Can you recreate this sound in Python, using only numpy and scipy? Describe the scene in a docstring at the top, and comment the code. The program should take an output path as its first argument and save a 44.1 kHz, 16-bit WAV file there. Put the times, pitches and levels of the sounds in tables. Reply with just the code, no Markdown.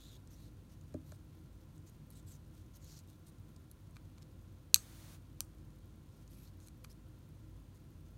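"""A woven cord bracelet and its plastic buckle, handled close to a microphone in a small, quiet room.
The weave rustles in short strokes of tiny fibre clicks; a hand bumps the table. The buckle halves
tick together, snap shut with a crack and a ring, and click again as they seat.
After the snap, the microphone's hiss rises for a moment and drops away.
Walls answer briefly over rumble, hiss, a distant fan and motor, and faint electrical ticking."""
import sys
import numpy as np
from scipy import signal
from scipy.fft import rfft, irfft, next_fast_len
from scipy.io import wavfile
from scipy.ndimage import uniform_filter1d, map_coordinates

SR = 44100
rng = np.random.default_rng(int(sys.argv[2]) if len(sys.argv) > 2 else 0)


def file_out(sig):
    """Save sig as 16-bit WAV at sys.argv[1]."""
    # one column per channel
    cols = np.atleast_2d(sig).T
    # limit, then scale
    lim = np.clip(cols, -1, 1)
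    pcm = np.round(lim * 32767).astype(np.int16)
    wavfile.write(sys.argv[1], SR, pcm)


N = 360297
TIME = np.arange(N) / SR

# fibre hiss spectrum: f/Hz, level/dB
FIBRE_SPECTRUM = [(600, -16), (1500, -4), (2600, -2), (3700, -0.5), (5000, 2.5), (6800, -1.5), (8500, -1),
                  (10400, -5.5), (12200, 0), (15500, -7)]
# open buckle: f/Hz, level/dB, t60/s
OPEN_MODES = [(2490, -13, .018), (3573, -16.3, .0038), (3900, -.5, .0052), (4230, 6.3, .0051),
              (5800, -3.2, .008), (6540, 1.2, .0068), (7342, -8.7, .0061), (7687, -1.2, .0105),
              (8440, -2.5, .009), (11340, -1, .008), (12358, -12, .007), (13491, -12.5, .0062),
              (15159, -14.5, .01)]
# hollow knock of the buckle between fingers: f/Hz, level/dB, t60/s
KNOCK_MODES = [(420, -13, 0.0088), (740, -10, 0.007), (1220, -2.5, .013), (1530, -3.5, 0.01),
               (2392, -2, 0.018)]
# hands jolted by the prongs: f/Hz, level/dB, t60/s
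HAND_MODES = [(85.2, -47, 0.11), (160, -48, 0.062), (309.8, -46, 0.034), (720, -44.5, .009)]


def undb(db):
    """Decibels to gain."""
    return 10 ** (np.asarray(db) / 20)


def unit(x):
    """Scale to rms 1."""
    return x / np.sqrt(np.mean(x ** 2))


def crest(x):
    """Scale to peak 1."""
    return x / np.abs(x).max()


def add(out, start_s, x):
    """Mix x into out from start_s on."""
    i = int(round(start_s * SR))
    x, i = x[max(-i, 0):], max(i, 0)
    out[i:i + len(x)] += x[:max(len(out) - i, 0)]


def colour(x, spectrum):
    """Filter by a curve of f/Hz, level/dB."""
    hz, db = np.transpose(spectrum)
    size = next_fast_len(len(x))
    bins_hz = np.maximum(np.fft.rfftfreq(size, 1 / SR), 1)
    gain = undb(np.interp(np.log(bins_hz), np.log(hz), db))
    return irfft(rfft(x, size) * gain, size)[:len(x)]


def resonate(x, hz, width_hz, stages=1):
    """Equal resonances in series, each width_hz wide, gain 1 at the centre."""
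    hz, width_hz = min(hz, SR / 2 - 1000), min(width_hz, SR / 3)
    for _ in range(stages):
        x = signal.lfilter(*signal.iirpeak(hz, hz / width_hz, fs=SR), x)
    return x


def fade(t, t60_s):
    """Exponential decay, 60 dB in t60_s."""
    return np.exp(-np.log(1000) * t / t60_s)


def ring(modes, t, t60_scale=1):
    """Struck modes of alternating sign; a grip scales their decay time."""
    return sum((-1) ** k * undb(db) * np.sin(2 * np.pi * hz * t) * fade(t, t60_s * t60_scale)
               for k, (hz, db, t60_s) in enumerate(modes))


def burst(t, t60_s):
    """Decaying white noise."""
    return rng.standard_normal(len(t)) * fade(t, t60_s)


def grains(count, per_s=3000, spread_db=2.5):
    """Tiny random clicks, most weak, a few strong."""
    clicks = (rng.random(count) < per_s / SR) * rng.choice([-1, 1], count)
    return clicks * undb(spread_db * np.minimum(rng.exponential(size=count), 4))


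def waver(count, window):
    """Random wobble of rms 1, smoothed twice over window samples."""
    return unit(uniform_filter1d(uniform_filter1d(rng.standard_normal(count), window), window))


def radiate(x, cutoff_hz=2150):
    """High-pass: the small buckle hardly moves air at low pitch."""
    return signal.sosfilt(signal.butter(4, cutoff_hz, "high", fs=SR, output="sos"), x)


def rustle(firm_db=-64.5, rasp_rel_width=.19, second_db=-6, swell_share=.23, release_s=.016):
    """Fibres slip and snag; the ribs of the weave rasp in two bands that follow finger speed."""
    # cord sliding on skin and itself: t/s, length/s, level/dB, main rasp/Hz, second rasp/Hz, snags/dB
    strokes = [ (-0.07, .25, -65.5, 3630, 6740, -23), (0.297, 0.064, -68, 6060, 11800, -10),
               (0.343, 0.15, -71.5, 4000, 6440, -4), (0.687, 0.068, -73.5, 5840, 9000, -12),
               (1.045, 0.086, -71.5, 12200, 4050, -8), (1.111, 0.064, -73, 9000, 4020, -6),
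               (1.743, 0.036, -76, 7200, 12500, -4), (1.86, 0.048, -68, 7000, 11800, -2),
               (2.117, 0.033, -69.5, 8000, 12000, -6), (2.145, 0.066, -66.5, 7800, 3850, -3),
               (2.261, 0.075, -63.5, 7800, 11800, -10), (2.311, 0.063, -67.5, 6200, 7000, -6),
               (2.519, .11, -75, 6000, 9000, -7), (2.731, 0.054, -68.5, 6240, 4500, -4),
               (2.75, 0.031, -65.5, 13000, 11000, 1), (2.796, 0.22, -66.5, 6960, 4500, -13),
               (2.86, 0.1, -66.5, 5700, 4600, -9), (2.959, .037, -64, 5750, 4600, -8),
               (3.067, 0.083, -71.5, 3600, 6000, 4), (3.257, 0.051, -68, 9000, 3820, -1),
               (6.099, 0.15, -78, 5600, 9000, -1), (6.296, 0.07, -69, 11800, 9100, -8),
               (6.348, 0.12, -69, 11900, 2560, -11), (6.436, 0.067, -71, 4000, 6200, -9),
               (6.592, 0.1, -71, 6500, 9000, -5), (6.894, 0.038, -65, 5300, 11000, -5),
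               (7.745, 0.038, -69.5, 6500, 11000, 6), (8.05, 0.053, -78, 6200, 9500, -3)]
    out, count = np.zeros(N), SR // 3
    for start_s, length_s, db, main_hz, second_hz, snag_db in strokes:
        t = TIME[:min(int(length_s * SR), count)]
        hiss = unit(colour(grains(count), FIBRE_SPECTRUM))
        main, second = (unit(resonate(grains(count), hz, rasp_rel_width * hz, stages=2))
                        for hz in (main_hz, second_hz))
        finger_speed = 1 + .035 * waver(count, window=900)
        rasp = map_coordinates(main + undb(second_db) * second, [np.cumsum(finger_speed)], mode="mirror")
        rasp_db = 1.5 + .63 * (db - firm_db)  # firmer strokes rasp more
        snags = unit(resonate(grains(count, per_s=160, spread_db=3.5), hz=9000, width_hz=9000))
        pressure = undb(waver(count, window=260))
        stroke = (hiss + undb(rasp_db) * rasp + undb(snag_db) * snags) * pressure
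        envelope = np.minimum(t / (swell_share * length_s), 1) * np.minimum((length_s - t) / release_s, 1)
        add(out, start_s, undb(db) * unit(stroke[:len(t)]) * envelope)
    return out


def crinkle(per_s=40, db=-85.5, t60_s=.025):
    """Single fibres let go at random in the bent weave."""
    slips = (rng.random(N) < per_s / SR) * undb(np.minimum(rng.exponential(size=N), 3))
    envelope = signal.fftconvolve(slips, fade(TIME[:SR // 20], t60_s))[:N]
    return undb(db) * unit(envelope * colour(rng.standard_normal(N), FIBRE_SPECTRUM))


def noise_floor(db=-57):
    """Steady room rumble and microphone hiss."""
    # noise density: f/Hz, relative level/dB
    spectrum = [(15, -33.5), (32, -15), (65, -9), (110, -4.5), (190, -13), (330, -19), (430, -27),
                (750, -34.5), (1300, -38.5), (2000, -41.5), (2700, -41), (4500, -44.5), (10400, -48.5),
                (12000, -49), (15500, -49)]
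    return undb(db) * unit(colour(rng.standard_normal(N), spectrum))


def fan():
    """A distant fan and a faint whine: narrow, wavering noise bands."""
    # hum bands: f/Hz, half-width per stage/Hz, level/dB
    bands = [(91, 7.2, -60), (151.3, 4, -65), (211.9, 6, -78), (261, 5.6, -78), (312.8, 9.8, -70.5),
             (511.4, 22, -80), (664, 30, -89), (1024.5, 60.1, -85), (1374, 40, -87.5), (9326, 230, -94)]
    out = np.zeros(N)
    for hz, half_width_hz, db in bands:
        band = resonate(rng.standard_normal(N + SR), hz, 2 * half_width_hz, stages=2)
        out += undb(db) * unit(band[SR:])  # skip the build-up
    return out


def motor(hz=53, db=-61, wander_hz=.61, swell_depth=.3):
    """A distant motor drones on one note, wandering in pitch and level."""
    phase = 2 * np.pi * np.cumsum(hz + wander_hz * waver(N, window=9000)) / SR
    swell = 1 + swell_depth * waver(N, window=7000)
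    return undb(db) * unit(np.sin(phase) * swell)


def interference(first_s=.2248, period_s=.1024, db=-62):
    """Thin, evenly spaced electrical ticks of random strength in the microphone."""
    out, t = np.zeros(N), TIME[:SR // 100]
    for start_s in np.arange(first_s, N / SR, period_s):
        tick = crest(resonate(burst(t, t60_s=.0025), hz=14500, width_hz=5000, stages=2))
        add(out, start_s, undb(db + rng.uniform(-6, 5)) * tick)
    return out


def buckle_ticks(width_hz=4600, grip_detune=.032):
    """Scraping contacts ring the buckle, detuned by each grip, and knock the hollow socket."""
    # touches of buckle and nails: t/s, contact peak/dB, f/Hz, ring/dB re contact, knock/dB re contact
    touches = [ (0.274, -55, 6900, -11, -25), (0.812, -57, 6000, -10, -25), (0.9414, -50.5, 7300, -7, -8),
               (1.1196, -52, 6900, -2, -5.5), (1.779, -56.5, 7500, -12, -30), (1.897, -54, 11000, -10, -27),
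               (2.1035, -49.5, 11800, -9, -28), (2.112, -54, 10500, -10, -30), (2.844, -55, 11500, 0, -25),
               (2.99, -47.5, 7400, -5, -28), (3.2688, -62, 10000, -8, -30), (3.5628, -53.5, 5500, -3, -25),
               (3.7139, -44.5, 10400, -9, -38), (3.909, -62, 8900, -10, -30), (3.959, -57, 3800, -9, -2),
               (3.9671, -51.5, 3700, -3, 2.5), (4.178, -61, 4220, -7, -2), (4.182, -54.5, 4220, -6, -6),
               (4.222, -52, 4700, -5, -20), (4.228, -52.5, 4700, -6, -16), (6.2774, -57.5, 6500, -2, -22),
               (6.476, -59, 5000, -6, -7), (6.602, -58, 10500, 2, -20), (6.667, -61, 9560, -8, -25),
               (6.673, -51, 9500, -2, -14), (6.684, -54, 9500, 5, -6), (6.8425, -48, 11600, -10, -12),
               (6.8461, -45.5, 4340, -9, -1.2), (6.851, -56, 10500, 1, -9), (6.928, -60.5, 10000, -3, -14)]
    out, t = np.zeros(N), TIME[:SR // 20]
    for start_s, db, hz, shell_db, knock_db in touches:
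        contact = crest(resonate(burst(t, t60_s=.012), hz, width_hz, stages=2))
        tuning = 1 + grip_detune * rng.uniform(-.81, 1)
        shell = crest(radiate(ring(OPEN_MODES, t * tuning)))
        knock = crest(ring(KNOCK_MODES, t))
        add(out, start_s, undb(db) * (contact + undb(shell_db) * shell + undb(knock_db) * knock))
    return out


def table_bumps():
    """Hand and bracelet bump the table; longer contact gives a duller thud."""
    # impacts: t/s, peak/dB, contact/s
    bumps = [(0.9427, -51.5, 0.00021), (0.944, -30, 0.002), (1.122, -48, 0.00044)]
    # table top: f/Hz, level/dB, t60/s
    top_modes = [(91.3, -6.5, 0.21), (160, -2.5, .06), (258.3, -3, 0.2), (312, -4, .2), (381, -0.5, 0.048),
                 (600, 5.5, 0.046), (1100, 3, .011), (1320, 2, 0.016), (1630, 4, 0.016)]
    out, response = np.zeros(N), ring(top_modes, TIME[:SR // 3])
    for start_s, db, contact_s in bumps:
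        push = np.hanning(int(contact_s * SR))
        add(out, start_s, undb(db) * crest(np.convolve(response, push)))
    return out


def strike(modes, t60_scale, crack_db, crack_hz, crack_width_hz, knock_db):
    """Plastic hits its stop with a crack, rings the buckle and knocks the socket."""
    t = TIME[:SR // 20]
    crack = radiate(crest(resonate(burst(t, t60_s=.014), crack_hz, crack_width_hz)))
    shell = crest(radiate(ring(modes, t, t60_scale)))
    knock = crest(ring(KNOCK_MODES, t))
    return shell + undb(crack_db) * crack + undb(knock_db) * knock


def buckle_snap():
    """The prongs spring into the socket in quick succession and jolt the hands."""
    # prong impacts: t/s, level/dB, t60 scale, crack/dB, crack f/Hz, crack width/Hz, knock/dB
    impacts = [(4.7433, -2.4, .95, -16, 8500, 9000, -35), (4.74442, -11, .75, -10, 10000, 7000, -38),
               (4.7594, -23, .6, -3, 7500, 3400, -15)]
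    out = np.zeros(N)
    for start_s, db, *timbre in impacts:
        add(out, start_s, undb(db) * strike(OPEN_MODES, *timbre))
    add(out, impacts[0][0], ring(HAND_MODES, TIME[:SR // 5]))
    return out


def mic_hiss_rise(start_s=4.76, end_s=5.15, db=-64, rise_db=2.5, release_s=.017):
    """After the snap, the microphone's hiss rises for a moment and drops away."""
    hiss = unit(colour(rng.standard_normal(N), [(300, 4), (1500, 1.5), (6500, 0), (15500, -3.5)]))
    progress = np.clip((TIME - start_s) / (end_s - start_s), 0, 1)
    gate = (TIME > start_s) * np.exp(-np.maximum(TIME - end_s, 0) / release_s)
    return hiss * undb(db + rise_db * progress) * gate


def buckle_seating(start_s=5.4055, click_db=-20, jolt_db=-5):
    """The closed buckle settles with one short click and jolts the hands."""
    # closed buckle, stiffer and more damped: f/Hz, level/dB, t60/s
    closed_modes = [(3130, -11, 0.012), (3645, -12, .006), (4495, -2.5, .0067), (5200, -10.5, .0123),
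                    (5918, 1.5, .0051), (7314, 2.5, .0031), (8634, 2.8, .0037), (10240, -6.8, .0066),
                    (10600, -3, .0041), (12133, 3, .0027), (13582, -15.1, .0092), (14950, -2.1, .0016)]
    out = np.zeros(N)
    click = strike(closed_modes, t60_scale=.92, crack_db=-14, crack_hz=12000, crack_width_hz=12000,
                   knock_db=-24)
    jolt = ring(HAND_MODES, TIME[:SR // 20])
    add(out, start_s, undb(click_db) * click + undb(jolt_db) * jolt)
    return out


def room(x, tail_db=-23, t60_s=.18, build_s=.008):
    """Adds three near reflections, scattered by uneven surfaces, and a short diffuse tail."""
    # tail colour: f/Hz, level/dB
    wall_spectrum = [(300, 0.5), (1250, 13), (2500, -1), (4200, -7.5), (5100, 1), (6400, -1), (8000, 1),
                     (9700, 4), (11400, -5.5), (13000, -2), (15500, 0.5)]
    # near surfaces: delay/s, level/dB
    reflections = [(.0089, -26.5), (.0132, -29), (0.0199, -38)]
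    t = TIME[:SR // 2]
    tail = burst(t, t60_s) * (1 - np.exp(-(t / build_s) ** 2))
    response = undb(tail_db) * colour(tail / np.linalg.norm(tail), wall_spectrum)
    for delay_s, db in reflections:
        scatter = resonate(burst(TIME[:SR // 100], t60_s=.002), hz=7200, width_hz=6000)
        add(response, delay_s, undb(db) * scatter / np.linalg.norm(scatter))
    return x + signal.fftconvolve(x, response)[:N]


def scene():
    """Handling sounds in the room over the background, mono."""
    handling = rustle() + crinkle() + buckle_snap() + buckle_seating() + buckle_ticks() + table_bumps()
    return (room(handling) + mic_hiss_rise() + noise_floor() + fan() + motor() + interference())[None]


def record(dry):
    """An inverted echo in the microphone port ripples the treble; a low-pass cuts the top."""
    echo_samples, echo_db, cutoff_hz = 17, -18, 15750
    rippled = dry - undb(echo_db) * np.roll(dry, echo_samples, axis=1)
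    return signal.sosfilt(signal.ellip(10, .1, 80, cutoff_hz, fs=SR, output="sos"), rippled)


dry = scene()
out = record(dry)
file_out(out)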